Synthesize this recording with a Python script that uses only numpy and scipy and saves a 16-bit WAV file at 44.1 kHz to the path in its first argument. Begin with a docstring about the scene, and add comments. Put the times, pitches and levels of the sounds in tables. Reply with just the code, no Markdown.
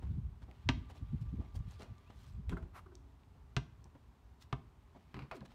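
"""Wind buffets the microphone, shoes scuff on a gritty driveway and a basketball is bounced and caught.
A lay-up booms on the backboard and swishes through the net; the ball bounces twice more and knocks
against the hoop's hollow plastic foot. Each bounce is a slap of rubber, a ping of the air inside and
a thump of the shell. A jacket rustles, the woods hush, a far bird whistles, house and trees echo."""
import sys
import numpy as np
from scipy import signal
from scipy.fft import rfft, irfft
from scipy.io import wavfile
from scipy.ndimage import uniform_filter1d

SR = 44100
rng = np.random.default_rng(int(sys.argv[2]) if len(sys.argv) > 2 else 0)


def waveform_to_disk(signal):
    """Save audio, clipped to [-1, 1], as 16-bit WAV at the path in sys.argv[1]."""
    frames = np.transpose(np.atleast_2d(signal))
    scaled = np.clip(frames, -1, 1) * 32767
    samples = np.round(scaled).astype(np.int16)
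    wavfile.write(sys.argv[1], SR, samples)


N = 244314
TIME = np.arange(N) / SR
AGE = TIME[:SR // 2]  # seconds into one short event
MIDDLE = AGE.mean()


def amp(db):
    """Turns decibels into a gain."""
    return 10 ** (np.asarray(db) / 20)


def unit(x):
    """Scales to an average (rms) level of 1."""
    return x / np.sqrt(np.mean(x ** 2) + 1e-20)


def read(points, hz):
    """Reads between a table's rows on a log-frequency axis."""
    f, value = np.transpose(points)
    return np.interp(np.log(hz + 1), np.log(f + 1), value)


def add(mix, s, sound):
    """Mixes a sound in at s seconds."""
    start = round(s * SR)
    sound = sound[max(-start, 0):]
    part = mix[max(start, 0):][:len(sound)]
    part += sound[:len(part)]


def bins(size=len(AGE)):
    """The frequencies of a spectrum, in Hz."""
    return np.fft.rfftfreq(size, 1 / SR)


def coloured(x, gain):
    """Filters x with one gain per frequency, then scales it to level 1."""
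    return unit(irfft(rfft(x) * gain, len(x)))


def white(size=len(AGE)):
    """Plain white noise."""
    return rng.standard_normal(size)


def noise(spectrum, size=len(AGE)):
    """Noise with the given spectrum."""
    return coloured(white(size), amp(read(spectrum, bins(size))))


def grains(spread_db, size=len(AGE)):
    """Dense tiny clicks of uneven size."""
    clicks = white(size) * amp(spread_db * np.minimum(rng.exponential(1, size), 4))
    return clicks * (rng.random(size) < .1)


def fade(t60):
    """Dies away by 60 dB in t60 seconds, the fade time."""
    return np.exp(-np.log(1000) * AGE / t60)


def attack(rise):
    """Climbs from 0 towards 1, most of the way in rise seconds."""
    return 1 - np.exp(-AGE / rise)


def swell(half_length, middle=MIDDLE, time=AGE):
    """A bell-shaped rise and fall in level."""
    return np.exp(-.5 * ((time - middle) / half_length) ** 2)


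def ring(tones, rise, uneven_db=0, scatter=0):
    """Dying tones; uneven_db and scatter vary their strength and phase from blow to blow."""
    chance = rng.standard_normal((len(tones), 2))
    out = sum(amp(db + uneven_db * a) * fade(t60) * np.sin(2 * np.pi * hz * AGE + scatter * b)
              for (hz, db, t60), (a, b) in zip(tones, chance))
    return out * attack(rise)


def click(gain):
    """A sudden (minimum-phase) click with the given spectrum and a peak of 1."""
    log_gain = np.log(np.maximum(gain, 1e-5))
    mirrored = np.r_[log_gain, log_gain[-2:0:-1]]
    pulse = np.fft.ifft(np.exp(np.conj(signal.hilbert(mirrored)))).real
    return pulse / abs(pulse).max()


def patchy(x, depth_db, size):
    """Lets the level wander in small patches of time and frequency."""
    bands = signal.stft(x, SR, nperseg=512)[2]
    patches = uniform_filter1d(white(bands.shape), size, axis=0)
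    patches = unit(uniform_filter1d(patches, size, axis=1))
    return unit(signal.istft(bands * amp(depth_db * patches), SR, nperseg=512)[1][:len(x)])


def echoed(x, tail):
    """Smears x through a tail of echoes."""
    return signal.fftconvolve(x, tail / np.linalg.norm(tail))[:N]


def snap(pitch_hz):
    """One short dry snap around a pitch."""
    octaves = np.log2((bins() + 1) / pitch_hz)
    return coloured(white(), 1 / (1 + (1.74 * octaves) ** 4)) * (fade(0.0069) + 0.049 * fade(0.133))


# The hush of the woods. Each row: frequency in Hz, relative level in dB.
WOODS_COLOUR = [(88, -29.5), (150, -9.5), (253, -1.5), (320, -12), (411, -6), (471, -16), (985, -11.5),
                (1630, -22), (3410, -29), (9360, -37.5), (10300, -41.5), (13300, -38.5), (15500, -45)]
# How the whine comes and goes. Each row: time in seconds, share of its full level.
WHINE_LEVELS = [(.4, 0.076), (.9, 1), (2.0, 1), (2.5, 0)]

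def woods(hush_db=-70.5, whine_hz=1178, whine_width_hz=20, whine_db=-76.5):
    """A steady distant hush and a faint far whine."""
    hush = amp(hush_db) * noise(WOODS_COLOUR, N)
    whine = coloured(white(N), np.exp(-((bins(N) - whine_hz) / whine_width_hz) ** 2))
    return hush + amp(whine_db) * whine * np.interp(TIME, *np.transpose(WHINE_LEVELS))


# Bird calls. Each row: start and length in seconds, first and last pitch in Hz, level in dB.
BIRD_CALLS = [(1.44, 0.034, 2140, 2220, -73), (2.037, .085, 2050, 3200, -72)]

def bird():
    """Two thin rising whistles from the trees."""
    out = np.zeros(N)
    for s, length, start_hz, end_hz, db in BIRD_CALLS:
        hz = np.linspace(start_hz, end_hz, round(length * SR))
        add(out, s, amp(db) * np.hanning(len(hz)) * np.sin(2 * np.pi * np.cumsum(hz) / SR))
    return out


# The wind's rumble. Each row: frequency in Hz, relative level in dB.
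RUMBLE_COLOUR = [(20, -30.5), (35, -2.5), (55, 11), (80, 8), (120, 1.5), (170, -7.5), (250, -20),
                 (400, -31.5), (900, -69)]
# Gusts. Each row: time of the peak in seconds, level in dB, half length in seconds.
WIND_GUSTS = [(0.12, -39, 0.12), (0.732, -36, 0.05), (1.255, -42, .13), (2.5, -49, .15)]
# The hardest swirls of air. Each row: time of the peak in seconds, level in dB, upper edge in Hz.
WIND_BUFFETS = [(.114, -39, 217), (.182, -34, 190), (.675, -36, 135), (.782, -40, 198), (1.028, -39, 196),
                (1.142, -33.5, 186), (1.224, -38.5, 137), (1.343, -38, 200), (1.392, -36, 238),
                (1.563, -40.5, 127), (1.604, -38, 139), (1.674, -42.5, 128), (1.917, -47.5, 133),
                (2.393, -42.5, 147)]

def wind(breeze_db=-51, fall_db_per_s=2.16, lumpy_db=3.0, low_hz=54, half_length_cycles=1.85):
    """Air swirls at the microphone: a dying breeze rumbles, with gusts and short buffets on top."""
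    lumps = coloured(white(N), np.exp(-(bins(N) / 18) ** 2))
    breeze_power = amp(breeze_db - fall_db_per_s * TIME) ** 2
    gust_power = sum((amp(db) * swell(half, s, TIME)) ** 2 for s, db, half in WIND_GUSTS)
    rumble = unit(noise(RUMBLE_COLOUR, N) * amp(lumpy_db * lumps))
    out = np.sqrt(breeze_power + gust_power) * rumble
    hz = bins()
    bass = (hz / low_hz) ** 3 / (1 + (hz / low_hz) ** 3) / np.sqrt(1 + hz / 70)
    for s, db, edge_hz in WIND_BUFFETS:
        shape = swell(half_length_cycles / edge_hz)
        eddy = shape * coloured(white(), bass / (1 + (hz / edge_hz) ** 4.5))
        add(out, s - MIDDLE, amp(db) * eddy * np.linalg.norm(shape) / np.linalg.norm(eddy))
    return out


# How long the yard echoes. Each row: frequency in Hz, fade time in seconds.
YARD_FADES = [(100, 0.66), (400, 0.33), (1000, 0.2), (3000, 0.27), (6000, 0.26), (12000, 0.176)]
# The tone of that echo. 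Each row: frequency in Hz, relative level in dB.
ECHO_COLOUR = [(60, -11.5), (250, 0), (600, 1.5), (1200, -4.5), (3200, -4), (6000, -3.5), (12000, -2)]

def yard_echo(x, echo_db=-16):
    """Scattered echoes from the house and the trees, each band dying at its own speed."""
    hz, t, bands = signal.stft(white(), SR, nperseg=256)
    bands = bands * np.exp(-np.log(1000) * t / read(YARD_FADES, hz)[:, None])
    bands *= amp(read(ECHO_COLOUR, hz))[:, None]
    tail = signal.istft(bands, SR, nperseg=256)[1][:len(AGE)] * attack(0.01)
    return amp(echo_db) * echoed(x, tail)


# Dry leaves, also used for cloth. Each row: frequency in Hz, relative level in dB.
RUSTLE_COLOUR = [(300, -4.5), (1100, 0.5), (2000, -1.5), (3700, -4.5), (5000, -13.5), (7000, -18),
                 (10000, -24.5), (15000, -25.5)]

def tree_echo(x, echo_db=-35):
    """A faint late echo comes back from the trunks and dry leaves."""
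    return amp(echo_db) * echoed(x, noise(RUSTLE_COLOUR) * fade(0.8) * attack(0.028))


# When the player moves. Each row: start and end in seconds, rustle level in dB.
PLAYER_MOVES = [(0, 0.12, -78.5), (.55, 2.3, -79), (4.95, 6.1, -84.5)]

def jacket(leaves_db=-85, ease_s=0.058, snaps_per_s=4, snap_db=-70.5, snap_hz=3500):
    """Cloth rustles and grit snaps faintly while the player moves; in between, dry leaves stir."""
    level, snaps = amp(leaves_db), np.zeros(N)
    for start, end, db in PLAYER_MOVES:
        seconds_outside = np.maximum(np.maximum(start - TIME, TIME - end), 0)
        level = level + amp(db) * np.exp(-seconds_outside / ease_s)
    fibres = coloured(grains(spread_db=2.0, size=N), amp(read(RUSTLE_COLOUR, bins(N))))
    rustle = level * patchy(fibres, depth_db=1.6, size=4)
    for start, end, _ in PLAYER_MOVES:
        for _ in range(round(snaps_per_s * (end - start))):
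            extra_db, octaves = rng.normal(0, [3, .6])
            add(snaps, rng.uniform(start, end), amp(snap_db + extra_db) * snap(snap_hz * 2 ** octaves))
    return rustle + snaps


# A scrape. Each row: frequency in Hz, relative level in dB.
SCRAPE_COLOUR = [(200, -4), (1000, 3), (2200, 0), (4000, 0.5), (6000, -5.5), (9000, -9.5), (10500, -14.5),
                 (13000, -15), (16000, -19)]

def scrape(tilt_db):
    """Grainy rubbing, brighter with more tilt."""
    colour = amp(read(SCRAPE_COLOUR, bins()) + tilt_db * np.log2(bins() + 1))
    return patchy(coloured(grains(spread_db=2.0), colour), depth_db=3.0, size=3)


# A dull knock, for pats and the hoop's bracket. Each row: frequency in Hz, relative level in dB.
KNOCK_COLOUR = [(80, 2), (250, 11.5), (450, 1), (850, 1.5), (1400, -13), (2500, -21.5), (6000, -35),
                (15000, -57)]
# Soles landing, hands patting and catching the ball. 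Each row: start in seconds, relative pat level
# in dB, length in seconds, scuff level in dB, scuff tilt in dB per octave.
PATS = [(0.021, -55, 0.037, -74.5, -1), (0.419, -61, 0.028, -64.5, -3), (.48, -59.5, .055, -78, -8),
        (0.896, -51.5, .028, -61, -1), (0.949, -63, 0.056, -68, -0.5), (1.396, -57, 0.068, -73, -3),
        (1.548, -58.5, 0.035, -65, 2), (1.794, -54, 0.074, -58, -2.5), (2.097, -57.5, .03, -69, -3),
        (3.349, -67.5, .05, -88, -6), (3.852, -61.5, 0.023, -90, -3), (3.949, -56, 0.022, -77, -4.5),
        (4.948, -57.5, 0.046, -79, -3.5)]
# A shoe drags or a sleeve brushes. Each row: middle in seconds, level in dB, half length in seconds,
# tilt in dB per octave.
DRAGS = [(1.221, -69.5, 0.0075, 1), (1.719, -66.5, .029, -0.5), (2.249, -72, 0.067, 1.2),
         (4.423, -65, 0.011, 1.3), (5.362, -64.5, 0.011, 1), (5.458, -58, 0.0048, -2.5),
         (5.515, -64.5, 0.016, -3)]
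# Grit underfoot and hands smacking the ball. Each row: start in seconds, level in dB, pitch in Hz.
SNAPS = [(0.024, -59, 1800), (.421, -62.5, 1500), (.513, -52.5, 1940), (.902, -56.5, 1080),
         (1.711, -59, 5100), (1.822, -53, 1400), (2.105, -56, 990), (2.9537, -52, 4900), (3.235, -63, 1980),
         (3.842, -56, 5650), (4.424, -51.5, 3900), (5.407, -52.5, 3380)]

def shoes_and_hands(scuff_peak=0.38, scuff_width=0.31):
    """Soles on grit and hands on the ball make dull pats, scuffs and short dry snaps."""
    out = np.zeros(N)
    for s, pat_db, length, scuff_db, tilt_db in PATS:
        pat_shape = attack(0.1 * length) * np.exp(-AGE / (0.57 * length))
        add(out, s, amp(pat_db + 5) * noise(KNOCK_COLOUR) * pat_shape)
        scuff = swell(scuff_width * length) * scrape(tilt_db)
        add(out, s + scuff_peak * length - MIDDLE, amp(scuff_db) * scuff)
    for s, db, half_length, tilt_db in DRAGS:
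        add(out, s - MIDDLE, amp(db) * swell(half_length) * scrape(tilt_db))
    for s, db, pitch_hz in SNAPS:
        add(out, s, amp(db) * snap(pitch_hz))
    return out


# The net's swish. Each row: frequency in Hz, relative level in dB.
NET_COLOUR = [(200, -8.5), (600, -7.5), (950, 0.5), (1140, 2), (1400, 0.5), (1700, -7.5), (2200, -10),
              (3200, -18), (7000, -27.5), (9000, -27), (10500, -27), (13000, -28), (16000, -39)]

def net(s=2.773, db=-53.0):
    """The ball drags through the cords."""
    out = np.zeros(N)
    add(out, s - MIDDLE, amp(db) * swell(half_length=0.018) * noise(NET_COLOUR))
    return out


# Knocks on the hoop's foot. Each row: start in seconds, then relative clatter, thud and twang in dB.
FOOT_KNOCKS = [(5.1423, -44.5, -41.5, -68), (5.166, -50.5, -42, -48.5), (5.191, -45, -47.5, -50),
               (5.2205, -50, -41.5, -65), (5.3124, -40, -61, -35.5), (5.41, -66, -46.5, -47)]
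# The hollow foot. Each row: pitch in Hz, relative level in dB, fade time in seconds.
FOOT_TONES = [(71, -5, 0.11), (134, 1.5, 0.092), (201.3, -4, 0.093), (282, -9, 0.085), (383, -17.5, 0.13)]
# Clattering plastic. Each row: frequency in Hz, relative level in dB.
CLATTER_COLOUR = [(150, 2.5), (400, -3.5), (650, -9), (1050, 3.5), (1800, -9.5), (2500, -5), (3300, -18.5),
                  (4400, -16), (6000, -31), (15000, -42.5)]

def hoop_foot(start_hz=2200, fall_s=0.00087):
    """The ball knocks on hollow plastic; bending waves arrive by many paths as a rough twang."""
    out = np.zeros(N)
    # high bending waves travel faster and arrive first, so the pitch sinks
    turns = np.cumsum(start_hz / np.sqrt(1 + AGE / fall_s)) / SR
    falling_tone = np.sin(2 * np.pi * turns) * fade(0.32)
    clatter_shape = (fade(0.026) + 0.31 * fade(0.24)) * attack(0.00039)
    for s, clatter_db, thud_db, twang_db in FOOT_KNOCKS:
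        add(out, s, amp(clatter_db) * noise(CLATTER_COLOUR) * clatter_shape)
        add(out, s, amp(thud_db + 3) * ring(FOOT_TONES, rise=0.0049, uneven_db=4.5, scatter=0.76))
        paths = white() * fade(0.096)
        add(out, s, amp(twang_db - 6.5) * echoed(falling_tone, paths))
    return out


# The lay-up. Each row: start in seconds, then relative crack, board, bracket and rim levels in dB.
LAYUP_HITS = [(2.4947, -45, -36, -53, -71), (2.5174, -59, -32, -44.5, -61.5),
              (2.5246, -71, -28.5, -36, -56.5), (2.5694, -72.5, -43, -36, -67), (2.627, -64, -56, -60, -61),
              (2.861, -96, -61, -52, -56.5), (2.919, -84, -72, -57, -56)]
# The hoop's three ringing parts. Each row: pitch in Hz, relative level in dB, fade time in seconds.
BOARD_TONES = [(54.2, -8, 0.19), (76.6, -3.5, .13), (105.3, 3, 0.071), (170, -6.5, 0.11), (266, -12, 0.073),
               (346, -6, 0.065), (394, -14.5, 0.084)]
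BRACKET_TONES = [(646.6, -17.5, 0.24), (768, -12, 0.038), (1042, -2, 0.046), (1163, 1.5, 0.036),
                 (1295, -8, 0.07), (1418, 5, 0.027), (1530, -3.5, 0.045), (2114, -16.5, 0.059)]
RIM_TONES = [(280, -15.5, 1.9), (348, -3.5, 0.24), (371, 6, 0.12)]
# The ball's crack on board or grit. Each row: frequency in Hz, relative level in dB.
CRACK_COLOUR = [(200, -17.5), (1000, 6), (3200, -0.5), (5000, -14), (7500, -12), (10000, -20.5),
                (15000, -34.5)]

def hoop(roughness=0.37):
    """The ball cracks on the board, which booms and shakes its loose bracket; the rim hums on."""
    out = np.zeros(N)
    for s, crack_db, board_db, bracket_db, rim_db in LAYUP_HITS:
        add(out, s, amp(crack_db) * noise(CRACK_COLOUR) * (fade(0.01) + 0.3 * fade(0.2)))
        add(out, s, amp(board_db) * ring(BOARD_TONES, rise=0.0026, uneven_db=4.5, scatter=0.77))
        chatter = 1 + roughness * unit(uniform_filter1d(white(), size=90))
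        rattle = chatter * ring(BRACKET_TONES, rise=0.0014, uneven_db=5.0, scatter=2.1)
        clatter = noise(KNOCK_COLOUR) * fade(0.31) * attack(0.0036)
        add(out, s, amp(bracket_db - 5) * rattle + amp(bracket_db - 17) * clatter)
        add(out, s, amp(rim_db) * ring(RIM_TONES, rise=0.0064, scatter=0.46))
    return out


# The rubber's slap. Each row: frequency in Hz, relative level in dB.
SLAP_COLOUR = [(100, -2), (500, -11.5), (1000, -3.5), (2000, 2), (3300, 5), (4500, -3), (6000, -3),
               (8000, -15), (9000, -16), (11000, -31), (15000, -22)]
# The air inside the ball, then the shell overtones that a hard throw stirs.
# Each row: pitch in Hz, relative level in dB, fade time in seconds.
AIR_TONES = [(630, -7, 0.1), (702, -2.5, 0.084), (786, -1, 0.0583), (970, -0.5, 0.095), (1070, -8.5, 0.059),
             (1186, 2, 0.074), (1340, -8.5, 0.071), (1560, -3.5, 0.12), (1760, -4, .05), (1940, -16, .045),
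             (2060, -14.5, 0.16), (2215, -10, 0.039), (2633, 1, .045), (2800, -4.5, .055),
             (2880, -9, 0.044), (3236, -10.5, .05), (3490, -11.5, .035), (3820, -3, .03),
             (4150, -14, 0.0535), (5350, -15.5, .04), (5780, -18, .025)]
OVERTONES = [(254.4, -1.5, 0.11), (268.7, -4.5, 0.0878)]
# The shell. Each row: multiple of the thump pitch, relative level in dB, fade time in seconds.
SHELL_TONES = [(.5, -14.5, 0.19), (.78, -14.5, 0.072), (1, -0.5, 0.079), (1.1, -11, 0.07), (2.0, -28, 0.24),
               (2.6, -9.5, 0.047), (3.2, -16.5, 0.078)]
# Bounces. Each row: start in seconds, slap in dB, treble edge in Hz, relative air ping in dB, thump in
# dB, its pitch in Hz, two slap echo delays in seconds, smack in dB, its pitch in Hz, overtones in dB.
BALL_BOUNCES = [(0.6898, -14.5, 4630, -34, -22, 116, .00186, 0.0024, -26, 980, -25),
                (3.566, -21, 6800, -38.5, -22, 125.2, 0.00195, .00405, -30.5, 1440, -40.5),
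                (4.5269, -30, 2760, -42, -26.5, 124.8, 0.002545, 0.0043, -25, 1120, -41)]

def ball(thump_delay_s=0.0015):
    """Rubber slaps the ground, the slap echoes in the ball, the air inside pings, the shell thumps."""
    out = np.zeros(N)
    for (s, slap_db, edge_hz, ping_db, thump_db, thump_hz,
         delay, second_delay, smack_db, smack_hz, overtone_db) in BALL_BOUNCES:
        # a soft landing has less treble in both its slap and its ping
        softness = 1 / np.sqrt(1 + (bins() / edge_hz) ** 4)
        colour = amp(read(SLAP_COLOUR, bins())) * softness
        slap = amp(slap_db) * click(colour)
        for lag, share in ((0, 1), (delay, 0.44), (second_delay, 0.23)):
            add(out, s + lag, share * slap)
        scattered_slap = coloured(white(), colour) * fade(0.053)
        add(out, s + delay / 2, amp(slap_db - 19) * scattered_slap)
        ping = ring(AIR_TONES, rise=0.00062, uneven_db=2, scatter=0.37)
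        add(out, s, amp(ping_db - 3) * irfft(rfft(ping) * softness ** 2))
        # the flattening patch crushes grit and smacks a moment after first touch
        add(out, s, amp(thump_db - 26) * noise(CRACK_COLOUR) * fade(0.0444))
        add(out, s + delay, amp(smack_db) * ring([(smack_hz, 0, 0.012)], rise=.0001))
        shell = [(multiple * thump_hz, db, t60) for multiple, db, t60 in SHELL_TONES]
        add(out, s + thump_delay_s, amp(thump_db) * ring(shell, rise=0.0028))
        add(out, s + thump_delay_s, amp(overtone_db) * ring(OVERTONES, rise=0.0029))
    return out


def scene():
    """The game and the bird with their echoes, over wind, woods and jacket."""
    direct = ball() + hoop() + net() + hoop_foot() + shoes_and_hands() + bird()
    return (direct + yard_echo(direct) + tree_echo(direct) + wind() + woods() + jacket())[None]


def record(dry, low_cut_hz=34, high_cut_hz=15780):
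    """The microphone loses the deepest bass, and the highest treble is cut off."""
    bass_cut = signal.butter(3, low_cut_hz, "highpass", fs=SR, output="sos")
    treble_cut = signal.firwin(511, high_cut_hz, window=("kaiser", 9), fs=SR)
    return signal.oaconvolve(signal.sosfilt(bass_cut, dry), treble_cut[None], "same")


dry = scene()
out = record(dry)
waveform_to_disk(out)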